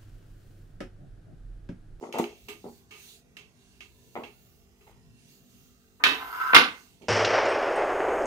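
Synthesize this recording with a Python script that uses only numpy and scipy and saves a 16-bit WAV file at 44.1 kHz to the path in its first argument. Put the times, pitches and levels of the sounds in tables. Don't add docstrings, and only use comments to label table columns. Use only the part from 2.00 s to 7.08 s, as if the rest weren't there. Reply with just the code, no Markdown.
import sys
import numpy as np
from scipy import signal
from scipy.fft import rfft, irfft
from scipy.io import wavfile
from scipy.ndimage import uniform_filter1d

SR = 44100
rng = np.random.default_rng(int(sys.argv[2]) if len(sys.argv) > 2 else 0)


def dump(signal):
    limited = np.clip(np.atleast_2d(signal).T, -1, 1)
    pcm = np.round(limited * 32767).astype(np.int16)
    wavfile.write(sys.argv[1], SR, pcm)


N = 224198


def amp(db):
    return 10 ** (np.asarray(db) / 20)


def evened(x):
    return x / np.sqrt(np.mean(x ** 2) + 1e-20)


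def read(points, hz):
    point_hz, value = np.transpose(points)
    return np.interp(np.log(hz + 1), np.log(point_hz + 1), value)


def add(mix, start_s, sound):
    part = mix[:, round(start_s * SR):][:, :sound.shape[1]]
    part += sound[:, :part.shape[1]]


def follow(time_s, level_db):
    return amp(np.interp(np.arange(N) / SR, time_s, level_db, left=-200, right=-200))


def colour_db(hz, broad, modes):
    total_db = read(broad, hz)
    for mode_hz, width_hz, height_db in modes:
        total_db = total_db + height_db / (1 + (2 * (hz - mode_hz) / width_hz) ** 2)
    return total_db


def causal(gain_db):
    log_gain = np.log(amp(np.maximum(gain_db, -100)))
    circle = np.r_[log_gain, log_gain[-2:0:-1]]
    phase = -signal.hilbert(circle).imag
    taps = np.fft.ifft(np.exp(circle + 1j * phase)).real
    return taps / np.linalg.norm(taps)


def pair(frames, size, same, lag_ms):
    hz = np.fft.rfftfreq(size, 1 / SR)
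    a, b, c, d = rng.standard_normal((frames, len(hz), 4)).T
    alike = np.clip(read(same, hz), 0, 1)[:, None]
    right, own = a + 1j * b, c + 1j * d
    late = np.exp(-2j * np.pi * hz * lag_ms / 1000)[:, None]
    left = alike * right * late + np.sqrt(1 - alike ** 2) * own
    return hz, np.array([left, right])


def hiss(broad, modes, same, lag_ms, patchy_db, size=1024):
    hop = size // 4
    frames = N // hop + 10
    hz, spectra = pair(frames, size, same, lag_ms)
    patches = rng.standard_normal((frames, len(hz))).T
    patches = uniform_filter1d(uniform_filter1d(patches, size=16, axis=0), size=16, axis=1)
    spectra *= amp(colour_db(hz, broad, modes)[:, None] + patchy_db * evened(patches))
    return evened(signal.istft(spectra, nperseg=size, noverlap=size - hop)[1][:, :N])


# freq_hz, likeness_0_to_1
SAME = [(60, 0.37), (150, 1), (380, 0.98), (950, 0.67), (2380, 0.12), (5980, 0.34), (15000, 0.93)]
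# freq_hz, t60_s
KITCHEN = [(100, 0.31), (250, 0.41), (530, 0.41), (1390, 0.35), (3680, 0.43), (9700, 0.48), (16000, 0.28)]
BEND_PER_S = 2.02


def reflections(damping, lag_ms, lumpy_db):
    frames, size, hop = 420, 256, 64
    hz, spectra = pair(frames, size, SAME, lag_ms)
    t = np.maximum(np.arange(frames) - 1, 0) * hop / SR
    lumps = evened(uniform_filter1d(rng.standard_normal((frames, len(hz))).T, size=24, axis=0))
    decay_db = -60 * damping * t * (1 + BEND_PER_S * t) / read(KITCHEN, hz)[:, None]
    spectra *= amp(lumpy_db * lumps + decay_db)
    return signal.istft(spectra, nperseg=size, noverlap=size - hop)[1]


def blows(rows, broad, modes, direct_db, lag_ms, build_hz, crack_ms, lumpy_db):
    out, hz = np.zeros((2, N)), np.fft.rfftfreq(4096, 1 / SR)
    lag = round(lag_ms * SR / 1000)
    for start_s, level_db, tilt_db, pan_db, damping, crack_db, contact_ms in rows:
        hit = reflections(damping, lag_ms, lumpy_db)
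        t = np.arange(hit.shape[1]) / SR
        hit *= 1 - np.exp(-build_hz * t)
        hit /= np.sqrt(np.mean(hit[:, :882] ** 2))
        hit[[0, 1], [max(lag, 0), max(-lag, 0)]] += amp(direct_db)
        hit *= amp(crack_db * np.exp(-(t * 1000 / crack_ms) ** 2))
        soft_db = -10 * np.log10(1 + (hz * contact_ms / 1000) ** 8)
        tilted_db = tilt_db * np.log2(hz / 1000 + .1)
        body = causal(colour_db(hz, broad, modes) + tilted_db + soft_db)
        gain = amp(level_db + pan_db * np.array([[.5], [-.5]]))
        add(out, start_s, signal.fftconvolve(hit, body[None], axes=1) * gain)
    return out


# freq_hz, level_db
HUM = [(48.4, -76.5), (193.8, -69), (242.2, -70), (344.5, -78), (393.0, -73), (441.4, -75.5), (683.7, -80),
       (780.6, -88)]
# freq_hz, gain_db
AIR = [(12, -50), (20, -21.5), (38, 3.5), (119, 2.5), (166, -1.5), (197, -13), (253, -2.5), (275, -7),
       (384, -10.5), (1110, -20), (2160, -22.5), (2780, -25.5), (4110, -25.5), (5430, -23.5),
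       (15600, -33.5)]
# freq_hz, width_hz, height_db
AIR_MODES = [(2746, 120, 11.5), (6510, 200, 5), (694, 17, -20)]
# freq_hz, likeness_0_to_1
AIR_SAME = [(30, .6), (60, 0.3), (150, 0.56), (380, 0.48), (950, 0.36), (2380, .6), (5980, 0.13),
            (15000, 0.34)]
AIR_DB, HUM_WAVER_DB, HUM_WAVER_RAD = -61, 3.1, 0.2


def kitchen_air():
    t = np.arange(N) / SR
    hum = np.zeros(N)
    for hz, level_db in HUM:
        waver = uniform_filter1d(rng.standard_normal(N), size=1500)
        waver = evened(uniform_filter1d(waver, size=1500))
        phase = 2 * np.pi * (hz * t + rng.random()) + HUM_WAVER_RAD * waver
        hum += amp(level_db + HUM_WAVER_DB * waver) * np.sin(phase)
    air = hiss(AIR, AIR_MODES, AIR_SAME, lag_ms=0.16, patchy_db=3.5, size=4096)
    return amp(AIR_DB) * air + hum


STROKE_FLAT, STROKE_EDGE_DB = 2.4, -21


def stroke(start_s, loudest_s, end_s):
    away = np.interp(np.arange(N) / SR, [start_s, loudest_s, end_s], [-1, 0, 1])
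    return amp(STROKE_EDGE_DB * abs(away) ** STROKE_FLAT) * (abs(away) < 1)


# start_s, loudest_s, end_s, level_db, top_level_db
STROKES = [(0.005, 0.03, 0.14, -62, -82), (0.31, 0.437, 0.65, -67, -63.5), (0.577, 0.717, 0.89, -63.5, -64),
           (0.89, 1.076, 1.228, -53.5, -57.5), (1.506, 1.654, 1.97, -67.5, -78),
           (1.753, 2.165, 2.48, -67, -66), (2.25, 2.51, 2.74, -70.5, -66.5), (2.69, 2.91, 2.93, -71.5, -70),
           (3.113, 3.25, 3.41, -65, -78), (3.256, 3.347, 3.48, -67.5, -63.5),
           (3.412, 3.557, 3.75, -65, -64), (3.6, 3.8, 4.9, -75.5, -72), (4.597, 4.72, 5.1, -60.5, -64.5)]
# freq_hz, gain_db
RUB_COLOUR = [(530, -40), (900, -19), (1400, -19), (1550, -16.5), (2290, -9.5), (2670, -10.5), (4380, -4.5),
              (5340, -11), (5930, -6.5), (11000, -11), (14300, -45), (22000, -120)]
# freq_hz, gain_db
RUB_TOP = [(5880, -13.5), (10000, -13.5), (11600, 1.5), (13100, 4), (15000, 6.5), (15600, 2.5)]
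SLIP_RISE_S, SLIP_FALL_DB_PER_S, SLIP_TOP_DB = 0.0013, 233, -4


def rubbing():
    t, level, top = np.arange(N) / SR, 0, 0
    for start_s, loudest_s, end_s, level_db, top_level_db in STROKES:
        swell = stroke(start_s, loudest_s, end_s)
        level = level + amp(level_db) * swell
        top = top + amp(top_level_db) * swell
    for start_s, *_, slip_db in CLICKS:
        since_s = np.maximum(t - start_s, 0)
        slip = np.minimum(since_s / SLIP_RISE_S, 1) * amp(slip_db - SLIP_FALL_DB_PER_S * since_s)
        level = level + slip
        top = top + amp(SLIP_TOP_DB) * slip
    body = hiss(RUB_COLOUR, AIR_MODES, AIR_SAME, lag_ms=0.15, patchy_db=2.5)
    thin = hiss(RUB_TOP, [], AIR_SAME, lag_ms=0.27, patchy_db=2.0)
    return body * level + thin * top


# start_s, level_db, tilt_db_per_octave, left_right_db, damping_factor, crack_db
THUDS = [(.012, -49, -3, -2, 1.4, 1.5), (0.027, -44, -2, 0, 0.69, 5.5), (0.0383, -43.5, 1, 4.5, 1, 9),
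         (.140, -35.5, 2, 2, 0.8, 0.5), (0.158, -37.5, 3, 2.5, 0.74, -2), (.186, -33, 3.5, 5, 1.54, 5.),
         (.197, -33.5, -3.2, 0, 1.64, 13), (.207, -40.5, -7.5, 3, 1.3, -2), (0.481, -52, -6, 5, 1, -2),
         (0.6425, -40.5, -5, 4, 1.6, 2), (0.663, -47.5, -4.5, -5, 1.6, 4.5),
         (2.1548, -44.5, 5.5, 6, 0.84, 9.5), (2.163, -36, 1.9, -1, 1.2, 1.5),
         (2.868, -59, 7.5, -1, 0.63, -4), (5.013, -50, -7, -1.5, 1.06, -1.5)]
# freq_hz, gain_db
LID = [(47, -33), (80, -27.5), (236, -2.5), (301, -8), (448, -7), (760, -6), (907, -5), (1040, -15),
       (1320, -15.5), (1680, -30), (2050, -18), (3650, -15.5), (15600, -55)]
# freq_hz, width_hz, height_db
LID_MODES = [(236.4, 12, 5.2), (344, 14.4, 11.4), (408.3, 39, 11.7), (468.5, 12.5, 9.8), (714, 18, 4.7),
             (830, 12, 5), (1100, 32, 6.6), (1332, 21, 4.4), (2050, 360, 5)]
FINGER_CONTACT_MS = 0.56


def finger_thuds():
    presses = [(*row, FINGER_CONTACT_MS) for row in THUDS]
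    return blows(presses, LID, LID_MODES, direct_db=22.0, lag_ms=-0.15, build_hz=880, crack_ms=4.9,
                 lumpy_db=3.5)


# start_s, level_db, tilt_db_per_octave, left_right_db, damping_factor, crack_db, skin_slip_db
CLICKS = [(0.1258, -45.5, 3.5, 5, 0.32, 10, -51.5), (0.185, -49, 14, 3, 1.24, 15.5, -42.5),
          (0.2412, -46, -4.5, 0, 1.25, 20.5, -72), (0.4847, -42, -3.5, -1, 1.16, 2, -47),
          (0.9088, -49, -1.3, 1, 0.6, 3.5, -62), (1.3686, -48.5, 0.7, 0, 1.07, 12, -60),
          (1.8063, -49, 0.7, -1.5, 1.36, 6, -68), (2.2356, -47, -3, -1.5, 1.2, 8.5, -74),
          (2.8073, -62, -5.5, 4, 1.04, -7, -86), (5.019, -63, 3, -8, 0.57, 3, -77)]
# freq_hz, gain_db
RIM = [(180, -22), (300, -8.5), (425, -3), (485, -27.5), (611, -17.5), (879, -10), (1220, -10),
       (1680, -9.5), (2620, -1), (3770, -13.5), (4100, -10), (4680, -13), (15600, -34.5)]
# freq_hz, width_hz, height_db
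RIM_MODES = [(417, 18, 11.7), (1222, 53, 11), (2230, 220, 7.8), (2694, 99, 9.3), (3195, 480, 5.6),
             (3840, 65, 2.9), (6440, 410, 9)]
RIM_CONTACT_MS = 0.059


def rim_clicks():
    snaps = [(*row[:-1], RIM_CONTACT_MS) for row in CLICKS]
    return blows(snaps, RIM, RIM_MODES, direct_db=13, lag_ms=0.16, build_hz=1520, crack_ms=2.8,
                 lumpy_db=0.3)


# start_s, level_db, tilt_db_per_octave, left_right_db, damping_factor, crack_db, contact_ms
RELEASE = [(3.998, -45.5, 4, 1.5, 0.33, -11.5, 0.89), (4.0383, -17, 3, 2.5, 0.97, 7.5, 0.035),
           (4.0502, -23.5, -3, -1.2, 0.7, -8, .05)]
# freq_hz, gain_db
CATCH = [(35, -61), (60, -20.5), (156, -26), (201, -7.5), (237, -17.5), (279, 1), (321, -14), (434, -2.5),
         (548, -14.5), (980, -5.5), (1420, -3), (1530, 2), (3780, -7.5), (7430, -30.5), (15600, -37.5)]
# freq_hz, width_hz, height_db
CATCH_MODES = [(292, 31, 5.3), (457, 31, 1.7), (995, 57, 8.5), (1218, 75, 11.2), (1504, 48, 5.4),
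               (1830, 50, 9.2), (2390, 80, 4.), (2614, 97, 12), (3040, 130, 4.9), (3240, 26, 4.7),
               (3716, 93, 8.6), (4170, 55, 6.)]


def catch_release():
    return blows(RELEASE, CATCH, CATCH_MODES, direct_db=17.5, lag_ms=0.17, build_hz=1516, crack_ms=4.2,
                 lumpy_db=2.0)


# time_s, level_db
DRAG = [(4.16, -58), (4.23, -39), (4.281, -39.5), (4.324, -42), (4.329, -36.5), (4.42, -29.5), (4.485, -28),
        (4.53, -31), (4.6, -44.5)]
# freq_hz, gain_db
DRAG_COLOUR = [(240, -61), (400, -36.5), (615, -34.5), (1020, -9.5), (1150, -10), (1510, -7), (1700, -14.5),
               (2090, -16.5), (2450, -25), (9000, -46.5), (11700, -77), (19800, -120)]
# freq_hz, width_hz, height_db
DRAG_MODES = [(1016, 35, 17.), (1220, 30, 7.), (1315, 45, 13.), (1400, 50, 5.), (1540, 28, 15.),
              (2092, 45, 12.), (2740, 100, 9.), (4240, 80, 5.), (5050, 60, 11.), (6560, 150, 8.)]
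# freq_hz, gain_db
GRIT = [(180, -53), (300, -17.5), (437, -10.5), (637, -33), (677, -6.5), (1020, -2), (2360, -25),
        (2750, -15.5), (11000, -39.5), (14300, -66), (22000, -120)]
# freq_hz, gain_db
DRAG_HISS = [(3530, -43.5), (6000, -18), (6550, -6.5), (7330, -16.5), (9560, -4.5), (11100, -10),
             (12000, -2.5), (14200, 0.5), (15600, -13)]
DRAG_START_S, DRAG_END_S, DRAG_STOP_S = 4.045, 4.55, .06
FACE_START_DB, FACE_END_DB = -57.5, -51
GRIT_START_DB, GRIT_END_DB = -43, -50
SLIP_DB = 2.2


def drag():
    slips = amp(SLIP_DB * evened(uniform_filter1d(rng.standard_normal(N), size=300)))
    span_s = [DRAG_START_S, DRAG_END_S, DRAG_END_S + DRAG_STOP_S]
    scrape = hiss(DRAG_COLOUR, DRAG_MODES, SAME, lag_ms=0.16, patchy_db=2.0, size=2048)
    scrape *= follow(*np.transpose(DRAG))
    grit = hiss(GRIT, [], SAME, lag_ms=0.17, patchy_db=1.0)
    grit *= follow(span_s, [GRIT_START_DB, GRIT_END_DB, -80])
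    face = hiss(DRAG_HISS, [], SAME, lag_ms=.15, patchy_db=1.5)
    face *= follow(span_s, [FACE_START_DB, FACE_END_DB, -80])
    return scrape * np.sqrt(slips) + grit * slips + face


# start_s, level_db, tilt_db_per_octave, left_right_db, damping_factor, crack_db, contact_ms
BANGS = [(4.5328, -20.5, 7, 2.5, 1.1, 7.5, 0.58), (4.540, -30, 4, -3, 0.45, 5, 0.55),
         (4.5445, -17.5, 3, -2, 0.92, 3.5, 0.57), (4.5469, -12, 1.75, 2.5, 1.25, 3.5, .04),
         (4.5635, -15, 0.3, 1, 0.92, 8.5, .3)]
# freq_hz, gain_db
COUNTER = [(35, -68), (100, -25), (243, -7), (336, -12), (488, -8), (601, -17.5), (691, -10), (1490, -2.5),
           (1670, -9), (2550, -5.5), (4250, -11), (7260, -28.5), (7970, -37.5), (12400, -29.5),
           (15600, -32)]
# freq_hz, width_hz, height_db
COUNTER_MODES = [(257, 67, 2.8), (451.6, 9.8, 1.6), (1010, 32, 5.), (1172, 94, 5.5), (1530, 130, 6.7),
                 (2000, 36, 1.3), (2105, 42.5, 11), (2725, 53, 5.3), (3670, 46, 5.5), (4140, 90, 4.5),
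                 (5250, 220, 5.2), (9600, 290, 9.5)]


def counter_bangs():
    return blows(BANGS, COUNTER, COUNTER_MODES, direct_db=17.5, lag_ms=.19, build_hz=1515, crack_ms=6.4,
                 lumpy_db=2.0)


def scene():
    lid = rubbing() + finger_thuds() + rim_clicks()
    return kitchen_air() + lid + catch_release() + drag() + counter_bangs()


# freq_hz, left_right_db
LEAN = [(60, 0), (130, 0.5), (290, -2.5), (640, 0.0), (1410, -0.5), (3100, -11), (6820, -3.5),
        (15000, -3.5)]
EDGE_HZ, BASS_CUT_HZ = 15800, 40


def record(dry):
    hz = np.fft.rfftfreq(N, 1 / SR)
    lean = amp(read(LEAN, hz) * np.array([[.5], [-.5]]))
    colour = lean / np.sqrt(1 + (BASS_CUT_HZ / (hz + 1)) ** 6)
    channels = np.clip(irfft(rfft(dry, axis=1) * colour, N, axis=1), -1, 1)
    low_pass = signal.firwin(511, EDGE_HZ, window=("kaiser", 9), fs=SR)
    return signal.oaconvolve(channels, low_pass[None], "same")


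dry = scene()
out = record(dry)
dump(out)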